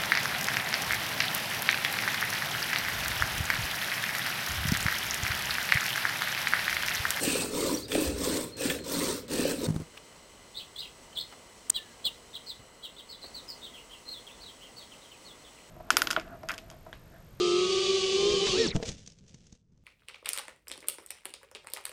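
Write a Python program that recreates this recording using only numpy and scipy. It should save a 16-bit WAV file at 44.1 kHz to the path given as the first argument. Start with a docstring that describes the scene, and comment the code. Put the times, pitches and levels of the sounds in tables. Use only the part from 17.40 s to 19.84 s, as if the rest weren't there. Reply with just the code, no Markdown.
"""Woodland path: a small four-motor drone, heard from its own camera, hovers low; a second one flies past.
Two-blade rotors beat as sines at multiples of shaft speed, with chopped noise for air and plain noise for wash.
It grazes something, the motors fight and spin down, and it knocks on the ground: noise bursts, ringing modes.
It slides into dry leaves, which crackle as random grains and single snaps over a low rumble while it settles."""
import sys
import numpy as np
from scipy import signal
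from scipy.fft import rfft, irfft
from scipy.io import wavfile
from scipy.ndimage import uniform_filter1d

SR = 44100
rng = np.random.default_rng(int(sys.argv[2]) if len(sys.argv) > 2 else 0)


def materialize(psi):
    """Save the field psi as 16-bit PCM at rate SR to the path in sys.argv[1].

    A 1-D psi becomes a single channel; in a 2-D psi each row is a channel.
    """
    bounded = np.clip(np.atleast_2d(psi).T, -1, 1)
    quanta = np.round(bounded * 32767).astype(np.int16)
    wavfile.write(sys.argv[1], SR, quanta)


N = 107559
T = np.arange(N) / SR

# Spectra are relative: colour() normalises their power.
# second drone: [t/s, blade tone f/Hz before jitter, level/dB]
OTHER_DRONE = [(.78, 471, -66), (.88, 493.4, -45), (.95, 498.6, -39.5), (1, 474, -50.5), (1.05, 432.5, -34),
               (1.1, 450, -52.5), (1.15, 450, -70.5)]
# prop wash spectrum: [f/Hz, density/dB]
WASH_SPECTRUM = [(25, -12), (60, -14), (110, -9), (180, 9), (270, -1.5), (450, 13), (650, -9), (1000, -17),
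                 (3000, -38), (15000, -85)]
# gusts of wash and bumps on the camera: [t/s, rise/s, decay/s, level/dB]
BUMPS = [(0.939, 0.044, .018, -37.5), (1.1, .015, .02, -34.5), (1.191, 0.016, .03, -41),
         (1.275, .012, .01, -40.5), (1.51, .012, 0.031, -42)]
# gust spectrum at the microphone: [f/Hz, density/dB]
GUST_SPECTRUM = [(25, -4.5), (60, 0.5), (100, -3.5), (160, -5.5), (260, -10), (480, -20.5), (1000, -36.5),
                 (5000, -68), (15000, -90)]

# sliding and settling in leaves: [t/s, rustle level/dB before jitter, frame rumble level/dB]
SLIDE = [(1.33, -58, -53), (1.352, -45.5, -23.5), (1.385, -55.5, -40), (1.445, -56.5, -62),
         (1.458, -39.5, -44.5), (1.495, -39, -38), (1.512, -50, -46.5), (1.56, -58.5, -56),
         (1.65, -61, -55.5), (1.73, -66, -60), (1.76, -72.5, -62), (1.84, -72, -56.5), (1.9, -62.5, -59.5),
         (2.02, -68.5, -59.5), (2.14, -70, -63), (2.22, -86, -67.5), (2.28, -90, -69.5),
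         (2.33, -87.5, -63.5), (2.44, -84, -62)]
# single leaf snaps: [t/s, snap level/dB, low thump level/dB, snap decay/s]
SNAPS = [(1.486, -43, -55, .002), (1.491, -33.5, -51, .002), (1.518, -40, -63, .002),
         (1.592, -50.5, -55, 0.0027), (1.664, -44.5, -65, 0.0015), (1.676, -40, -55, 0.0027),
         (1.701, -50, -65, 0.0023), (1.721, -51.5, -62, 0.0023), (1.787, -57.5, -66, 0.0054),
         (1.881, -55.5, -64, .004), (1.895, -55.5, -74, .003), (1.91, -64, -75, 0.0018),
         (1.944, -48.5, -46.5, 0.004), (2.069, -51.5, -75, 0.0025), (2.126, -48, -43.5, 0.0026),
         (2.152, -59.5, -68.5, 0.0043), (2.323, -76.5, -68, .002), (2.377, -69.5, -70.5, .002)]
# rustling leaf spectrum: [f/Hz, density/dB]
LEAF_SPECTRUM = [(200, -4), (500, 7), (1000, -12.5), (2000, -4), (3200, 0.5), (4500, -1.5), (6000, 3.5),
                 (8000, -6), (10000, -20), (12000, -38.5), (15000, -37.5)]
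# snapping leaf spectrum: [f/Hz, density/dB]
SNAP_SPECTRUM = [(200, -13), (600, -15), (1200, -13), (2400, -7), (4300, 0), (5300, 2), (6400, 5.5),
                 (8000, -8.5), (10000, -21), (12000, -38), (15000, -37)]
# low frame rumble spectrum: [f/Hz, density/dB]
RUMBLE_SPECTRUM = [(25, -1), (60, 2.5), (100, 2.5), (200, 2), (300, -13.5), (480, -14), (700, -29),
                   (1500, -33.5), (6000, -48.5), (12000, -58.5)]

# sliding frame hum: [t/s, level/dB]
SCRAPE = [(1.36, -80), (1.385, -50.5), (1.44, -50), (1.48, -58), (1.52, -62), (1.6, -77)]
# frame modes: [f/Hz, relative level/dB, t60/s]; strikes detune them slightly
FRAME_MODES = [(310, -2, 0.042), (464, 4, 0.08), (574, -4.5, 0.013), (657, -11, 0.092)]
# camera on its soft mount, modes: [f/Hz, relative level/dB, t60/s]; strikes detune them slightly
MOUNT_MODES = [(57.3, -6, .06), (134.3, -4.5, .05), (190, -1, 0.06)]
# knocks, first is the graze: [t/s, thud and mount level/dB, crack level/dB, frame ring level/dB, crack decay/s]
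KNOCKS = [(1.07, -55.5, -29.5, -44.5, 0.0096), (1.3557, -22, -36, -37.5, 0.0018),
          (1.363, -23, -25, -32, .0012), (1.366, -25.5, -41, -35, 0.0016), (1.401, -51, -64, -38.5, 0.0058),
          (1.427, -57, -35.5, -34, 0.0055), (1.432, -61, -37, -33.5, .003)]
# dull thud spectrum: [f/Hz, density/dB]
THUD_SPECTRUM = [(25, -3), (60, 0), (100, -4), (160, 10), (240, -8.5), (480, -12.5), (800, -20.5),
                 (1500, -33), (5000, -60), (15000, -90)]
# crack spectrum: [f/Hz, density/dB]
CRACK_SPECTRUM = [(200, -2), (600, 3), (1200, -3), (2600, -0.5), (5500, -4), (8000, -11), (11000, -38),
                  (15000, -60)]

# shaft speeds before wobble and braking: [t/s, speed/(turns/s)]
SPEED_A = [(0, 179), (.11, 176), (.23, 182), (.31, 191.5), (.36, 190.5), (.45, 193), (.57, 194),
           (.61, 188.7), (.68, 192.5), (.75, 192.5), (.78, 197.5), (.84, 198.7), (.885, 206.5),
           (.93, 205.5), (.98, 196.5), (1.09, 196.5), (1.13, 184), (1.19, 192), (1.265, 168)]
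SPEED_B = [(0, 198.9), (0.091, 200.7), (0.189, 199.3), (.25, 189.1), (0.312, 186.7), (0.428, 195.5),
           (0.479, 190), (0.539, 191.6), (0.599, 187.4), (0.719, 187.2), (.78, 179.5), (.88, 172.9),
           (1, 189.4), (1.05, 199.4), (1.15, 172), (1.191, 129.3), (1.264, 115.5)]
SPEED_C = [(0, 211.9), (0.099, 217), (0.261, 210.1), (0.299, 203.9), (.48, 202), (0.681, 195), (.86, 200),
           (0.998, 196), (1.06, 207.2), (1.11, 185.5), (1.17, 217.2), (1.211, 234.5), (1.264, 213.8)]
SPEED_D = [(0, 178), (.3, 176), (.42, 182), (.6, 181), (.8, 186), (.9, 184), (1, 180), (1.09, 170),
           (1.15, 210), (1.19, 308), (1.215, 330), (1.265, 270)]
# motor tones at the microphone, before jitter and braking: [t/s, blade tone level/dB, third blade harmonic level/dB]
TONES_A = [(0, -25, -58), (.2, -24.5, -51), (.33, -30, -48.5), (.6, -29.5, -50), (.9, -29.5, -50),
           (1.05, -30.5, -47), (1.09, -36.5, -52.5), (1.14, -27, -51.5), (1.2, -34.5, -58),
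           (1.26, -29.5, -55.5)]
TONES_B = [(0, -40, -40), (.18, -34.5, -43), (0.302, -37.5, -45.5), (.5, -34, -44), (.7, -44, -50.5),
           (.9, -36.5, -45.5), (1.12, -38.5, -45.5), (1.2, -38, -64), (1.26, -37, -53.5)]
TONES_C = [(0, -34, -43), (.15, -47.5, -40.5), (.33, -40, -45.5), (.6, -44, -53.5), (.9, -40, -56.5),
           (1.06, -43.5, -50), (1.15, -39, -46.5), (1.205, -24, -58.5), (1.26, -37, -50.5)]
TONES_D = [(0, -52, -66), (.4, -33, -58.5), (.7, -43, -64), (1, -42.5, -53), (1.1, -46, -45.5),
           (1.16, -42, -49), (1.21, -52, -38.5), (1.26, -50.5, -42.5)]
# base levels, one row a motor: [shaft tone level/dB, overtone group level/dB, buzz trim/dB]
MOTOR_LEVELS = [(-59.5, -53.5, -2), (-63, -62.5, -1.5), (-60.5, -64, 0), (-57, -58, -2.5)]
# overtones: [order/(multiple of shaft speed), level/dB relative to the group]
OVERTONES = [(3, -3), (4, -2), (8, -11.5)]
# motor whine: [order/(multiple of shaft speed), level/dB before treble]
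WHINE = [(18, -51), (24, -53.5)]
# bearing whine of motor A, before jitter and braking: [t/s, level/dB]
BEARING = [(0, -47.5), (.25, -47), (.45, -41.5), (.8, -40), (.9, -39.5), (.98, -37.5), (1.06, -36.5),
           (1.12, -41.5), (1.17, -57)]
# whine and buzz trim: [t/s, level/dB]
TREBLE = [(0, -1), (.27, -0.5), (.42, 1), (.8, 1), (1.04, .5), (1.08, 4), (1.13, 2), (1.2, 1.5),
          (1.26, -0.5), (1.3, -3)]
# buzz and chopped air spectrum: [f/Hz, density/dB]
BUZZ_SPECTRUM = [(500, -20), (900, -16), (1600, -14.5), (2000, -9.5), (2400, 0), (3300, 1), (4600, 1),
                 (5200, -2.5), (6500, -4), (8000, -12.5), (10000, -25), (12000, -45), (15000, -51.5)]
# motor bell resonances: [f/Hz, density/dB]
BELL_SPECTRUM = [(1000, -20), (2000, -9.5), (3200, -7.5), (4100, -2.5), (4800, -8.5), (5500, -2),
                 (6100, -11), (8000, -12), (10000, -34), (14000, -60)]
# whine of a motor driven hard: [order/(multiple of shaft speed), level/dB before bell and trim]
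STRAIN = [(12, -44.5), (17, -39), (18, -39.5)]
# magnet cogging: [order/(multiple of shaft speed), level/dB before bell and trim]
COGGING = [(42, -55.5), (84, -47.5)]

WASH_MEAN_DB = -46
BASE_GRAINS_PER_S, SLIDE_GRAINS_PER_S, FULL_SLIDE_DB = 990, 8100, -42.5
GRAIN_SPREAD_DB, SMOOTH_SHARE = 2.5, .1
SCRAPE_Q = 11
THUD_DECAY_S, THUD_NOISE_TRIM_DB = .0065, -6
# wobble: rms fraction of shaft speed
WOBBLE, UPSET_WOBBLE, UPSET_RAMP_S = .002, .016, .057
CUT_S, BRAKE_S, STOP_S = 1.26, .031, 1.35
SPEED_POWER = 1.3  # loudness exponent of braking
FLUTTER_RMS_DB = 4
BUZZ_BASE_DB, AIR_BASE_DB, CHOP_DEPTH = -45, -42.5, .75
BEARING_ORDER = 15.32
STRAIN_FROM_TURNS_PER_S, STRAIN_SPAN_TURNS_PER_S, STRAIN_TRIM_DB = 215, 80, -8
TOP_HZ = 15100


def undb(db):
    """Decibels to gain."""
    return 10 ** (np.asarray(db) / 20)


def unit(x):
    """Scale to rms 1."""
    return x / np.sqrt(np.mean(x ** 2) + 1e-18)


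def curve(rows, axis=1):
    """Linear interpolation of one table column over time."""
    rows = np.array(rows)
    return np.interp(T, rows[:, 0], rows[:, axis])


def ramp(start_s, span_s):
    """Linear 0 to 1 from the start over the span."""
    return np.clip((T - start_s) / span_s, 0, 1)


def fade_out(end_s, span_s):
    """Linear 1 to 0 over the span before the end."""
    return np.clip((end_s - T) / span_s, 0, 1)


def walk(rate_hz):
    """Smoothed sample-and-hold chance, rms 1."""
    k = max(int(SR / rate_hz), 1)
    held = rng.standard_normal(2000)[np.arange(N) // k]
    return unit(uniform_filter1d(held, k))


def colour(x, spectrum):
    """Minimum-phase filter with the given spectrum; white noise keeps its power."""
    hz, db = np.array(spectrum).T
    size = 4096
    bins_hz = np.arange(size // 2 + 1) * SR / size
    gain = unit(undb(np.interp(np.log(bins_hz + 1), np.log(hz), db)))
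    # folding the cepstrum makes the response causal
    cepstrum = irfft(np.log(gain))
    cepstrum[1:size // 2] *= 2
    cepstrum[size // 2 + 1:] = 0
    impulse = irfft(np.exp(rfft(cepstrum)))
    return signal.fftconvolve(x, impulse)[:N]


def noise():
    """White noise, rms 1."""
    return rng.standard_normal(N)


def burst(at_s, decay_s, rise_s=.00033):
    """Envelope with exponential swell to 1 and exponential decay."""
    return np.exp(np.minimum((T - at_s) / rise_s, (at_s - T) / decay_s))


def ring(at_s, modes):
    """Damped sines of a body struck at a moment, each slightly detuned."""
    age = np.maximum(T - at_s, 0)
    total = np.zeros(N)
    for hz, db, t60 in modes:
        struck_hz = hz * (1 + .0067 * rng.standard_normal())
        decay = np.exp(-np.log(1000) * age / t60)
        total -= undb(db) * np.sin(2 * np.pi * struck_hz * age) * decay
    return total


def other_drone():
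    """Blade tone of a second drone: one sine gliding and swelling as it goes by."""
    hz = curve(OTHER_DRONE) * (1 + .013 * walk(73))
    tone = np.sqrt(2) * np.sin(2 * np.pi * np.cumsum(hz) / SR)
    fade = ramp(OTHER_DRONE[0][0], .02) * fade_out(OTHER_DRONE[-1][0], .02)
    return tone * undb(curve(OTHER_DRONE, axis=2)) * fade


def prop_wash():
    """Downwash buffeting the microphone: low noise of wandering level."""
    level = undb(WASH_MEAN_DB + 4.5 * walk(4))
    return level * colour(noise(), WASH_SPECTRUM) * fade_out(1.34, .056)


def camera_bumps():
    """Gusts and bumps on the camera: swelling bursts of low noise."""
    envelope = sum(undb(db) * burst(at, decay, rise) for at, rise, decay, db in BUMPS)
    return envelope * colour(noise(), GUST_SPECTRUM)


def leaf_rustle():
    """Dry leaves scraping: random impulses, denser as the slide gets louder, over a little smooth noise."""
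    slide_share = np.minimum(undb(curve(SLIDE) - FULL_SLIDE_DB), 1)
    rate = BASE_GRAINS_PER_S + SLIDE_GRAINS_PER_S * slide_share
    sizes = undb(GRAIN_SPREAD_DB * np.minimum(rng.exponential(size=N), 4))
    hits = (rng.random(N) < rate / SR) * np.sign(noise())
    grains = unit(hits * sizes / np.sqrt(rate))  # power independent of density
    rustle = (grains + SMOOTH_SHARE * noise()) * undb(curve(SLIDE) + 1.5 * walk(100))
    return colour(rustle, LEAF_SPECTRUM)


def frame_rumble():
    """Low rumble of the frame in the leaves, with a thump at each snap."""
    thumps = sum(undb(db) * burst(at, .0044) for at, _, db, _ in SNAPS)
    return (undb(curve(SLIDE, axis=2)) + thumps) * colour(noise(), RUMBLE_SPECTRUM)


def leaf_snaps():
    """Single leaves snapping: short bright noise bursts."""
    envelope = sum(undb(db) * burst(at, decay, rise_s=.0013) for at, db, _, decay in SNAPS)
    return colour(envelope * noise(), SNAP_SPECTRUM)


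def leaves():
    """Rustle, rumble and snaps as the frame slides and settles."""
    return leaf_rustle() + frame_rumble() + leaf_snaps()


def scrape():
    """Friction keeps the frame's modes ringing: noise through resonators."""
    drive = noise()
    body = np.zeros(N)
    for hz, db, _ in FRAME_MODES:
        body += undb(db) * signal.lfilter(*signal.iirpeak(hz, SCRAPE_Q, fs=SR), drive)
    return unit(body) * undb(curve(SCRAPE)) * fade_out(SCRAPE[-1][0], .04)


def crash():
    """Each contact thumps the camera, cracks and rings the frame."""
    thuds, cracks, rings = np.zeros((3, N))
    for at, thud_db, crack_db, ring_db, decay in KNOCKS:
        thuds += undb(thud_db + THUD_NOISE_TRIM_DB) * burst(at, THUD_DECAY_S)
        cracks += undb(crack_db) * burst(at, decay)
        rings += undb(thud_db) * ring(at, MOUNT_MODES)
        rings += undb(ring_db) * ring(at, FRAME_MODES)
    return colour(thuds * noise(), THUD_SPECTRUM) + colour(cracks * noise(), CRACK_SPECTRUM) + rings


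def shaft(speeds):
    """Rotor speed, angle and braking: it hunts after the graze and brakes hard once the throttle is cut."""
    brake = np.exp(-np.clip(T - CUT_S, 0, .3) / BRAKE_S)
    wobble = WOBBLE + UPSET_WOBBLE * ramp(KNOCKS[0][0], UPSET_RAMP_S)
    steady = uniform_filter1d(curve(speeds), SR // 80, mode="nearest")
    speed = steady * (1 + wobble * walk(110)) * brake
    turn = 2 * np.pi * (np.cumsum(speed) / SR + rng.random())
    return speed, turn, brake


def tone(turn, order):
    """Sine locked to a multiple of the shaft angle, rms 1, random phase."""
    return np.sqrt(2) * np.sin(order * turn + 2 * np.pi * rng.random())


def flutter():
    """Random level flutter of one partial."""
    return undb(FLUTTER_RMS_DB * walk(35.11))


def partials(turn, rows):
    """Sum of shaft-locked tones, each fluttering on its own."""
    return sum(undb(db) * tone(turn, order) * flutter() for order, db in rows)


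def blade_tones(speed, turn, tones, shaft_db, overtone_db):
    """Two blades sound at twice shaft speed, with harmonics; the shaft tone grows at high speed."""
    blade = undb(curve(tones) + 1.1 * walk(30)) * tone(turn, order=2)
    third = undb(curve(tones, axis=2)) * tone(turn, order=6)
    overspeed = np.maximum(speed / 192, 1) ** 1.8
    once_a_turn = undb(shaft_db) * tone(turn, order=1) * flutter() * overspeed
    return blade + third + once_a_turn + undb(overtone_db) * partials(turn, OVERTONES)


def whine_and_buzz(turn, buzz_db):
    """Motor whine, a comb of high shaft harmonics, and air noise chopped by the blades."""
    # odd orders lie 4 dB lower
    comb = sum(tone(turn, k) * flutter() * undb(-4. * (k % 2)) for k in range(7, 64))
    air = noise() * (1 + CHOP_DEPTH * np.cos(2 * turn))
    mix = undb(BUZZ_BASE_DB) * unit(comb) + undb(AIR_BASE_DB) * unit(air)
    buzz = undb(buzz_db) * colour(mix, BUZZ_SPECTRUM)
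    return (partials(turn, WHINE) + buzz) * undb(curve(TREBLE))


def strain(speed, turn):
    """A motor driven hard whines through its bell, fading in with speed."""
    amount = np.clip((speed - STRAIN_FROM_TURNS_PER_S) / STRAIN_SPAN_TURNS_PER_S, 0, 1)
    return colour(partials(turn, STRAIN), BELL_SPECTRUM) * amount * undb(STRAIN_TRIM_DB)


def cogging(turn, brake):
    """Magnets cog at high shaft orders after the throttle cut, ringing the bell."""
    rough = partials(turn, COGGING) * undb(4.55 * walk(300) - 1)
    return colour(rough, BELL_SPECTRUM) * ramp(CUT_S, .012) * brake ** .45


def motor(speeds, tones, shaft_db, overtone_db, buzz_db, bearing_gain):
    """One rotor: driven sounds weaken as it brakes, cogging fades in, all stops."""
    speed, turn, brake = shaft(speeds)
    driven = blade_tones(speed, turn, tones, shaft_db, overtone_db)
    driven += whine_and_buzz(turn, buzz_db)
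    driven += bearing_gain * tone(turn, BEARING_ORDER) * undb(.4 * walk(30))
    driven += strain(speed, turn)
    return (brake ** SPEED_POWER * driven + cogging(turn, brake)) * fade_out(STOP_S, .014)


def flight():
    """Four rotors beating at slightly different speeds, with wash; only motor A has bearing whine."""
    speeds = (SPEED_A, SPEED_B, SPEED_C, SPEED_D)
    tones = (TONES_A, TONES_B, TONES_C, TONES_D)
    bearings = (undb(curve(BEARING)), 0, 0, 0)
    rows = zip(speeds, tones, MOTOR_LEVELS, bearings)
    rotors = sum(motor(speed, tone_rows, *levels, bearing) for speed, tone_rows, levels, bearing in rows)
    return rotors + prop_wash() + camera_bumps()


def scene():
    """All sources summed at one microphone."""
    return (flight() + other_drone() + crash() + scrape() + leaves())[None]


def record(dry):
    """The camera cuts the top: steep elliptic low-pass."""
    return signal.sosfilt(signal.ellip(8, .2, 70, TOP_HZ, fs=SR, output="sos"), dry)


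dry = scene()
out = record(dry)
materialize(out)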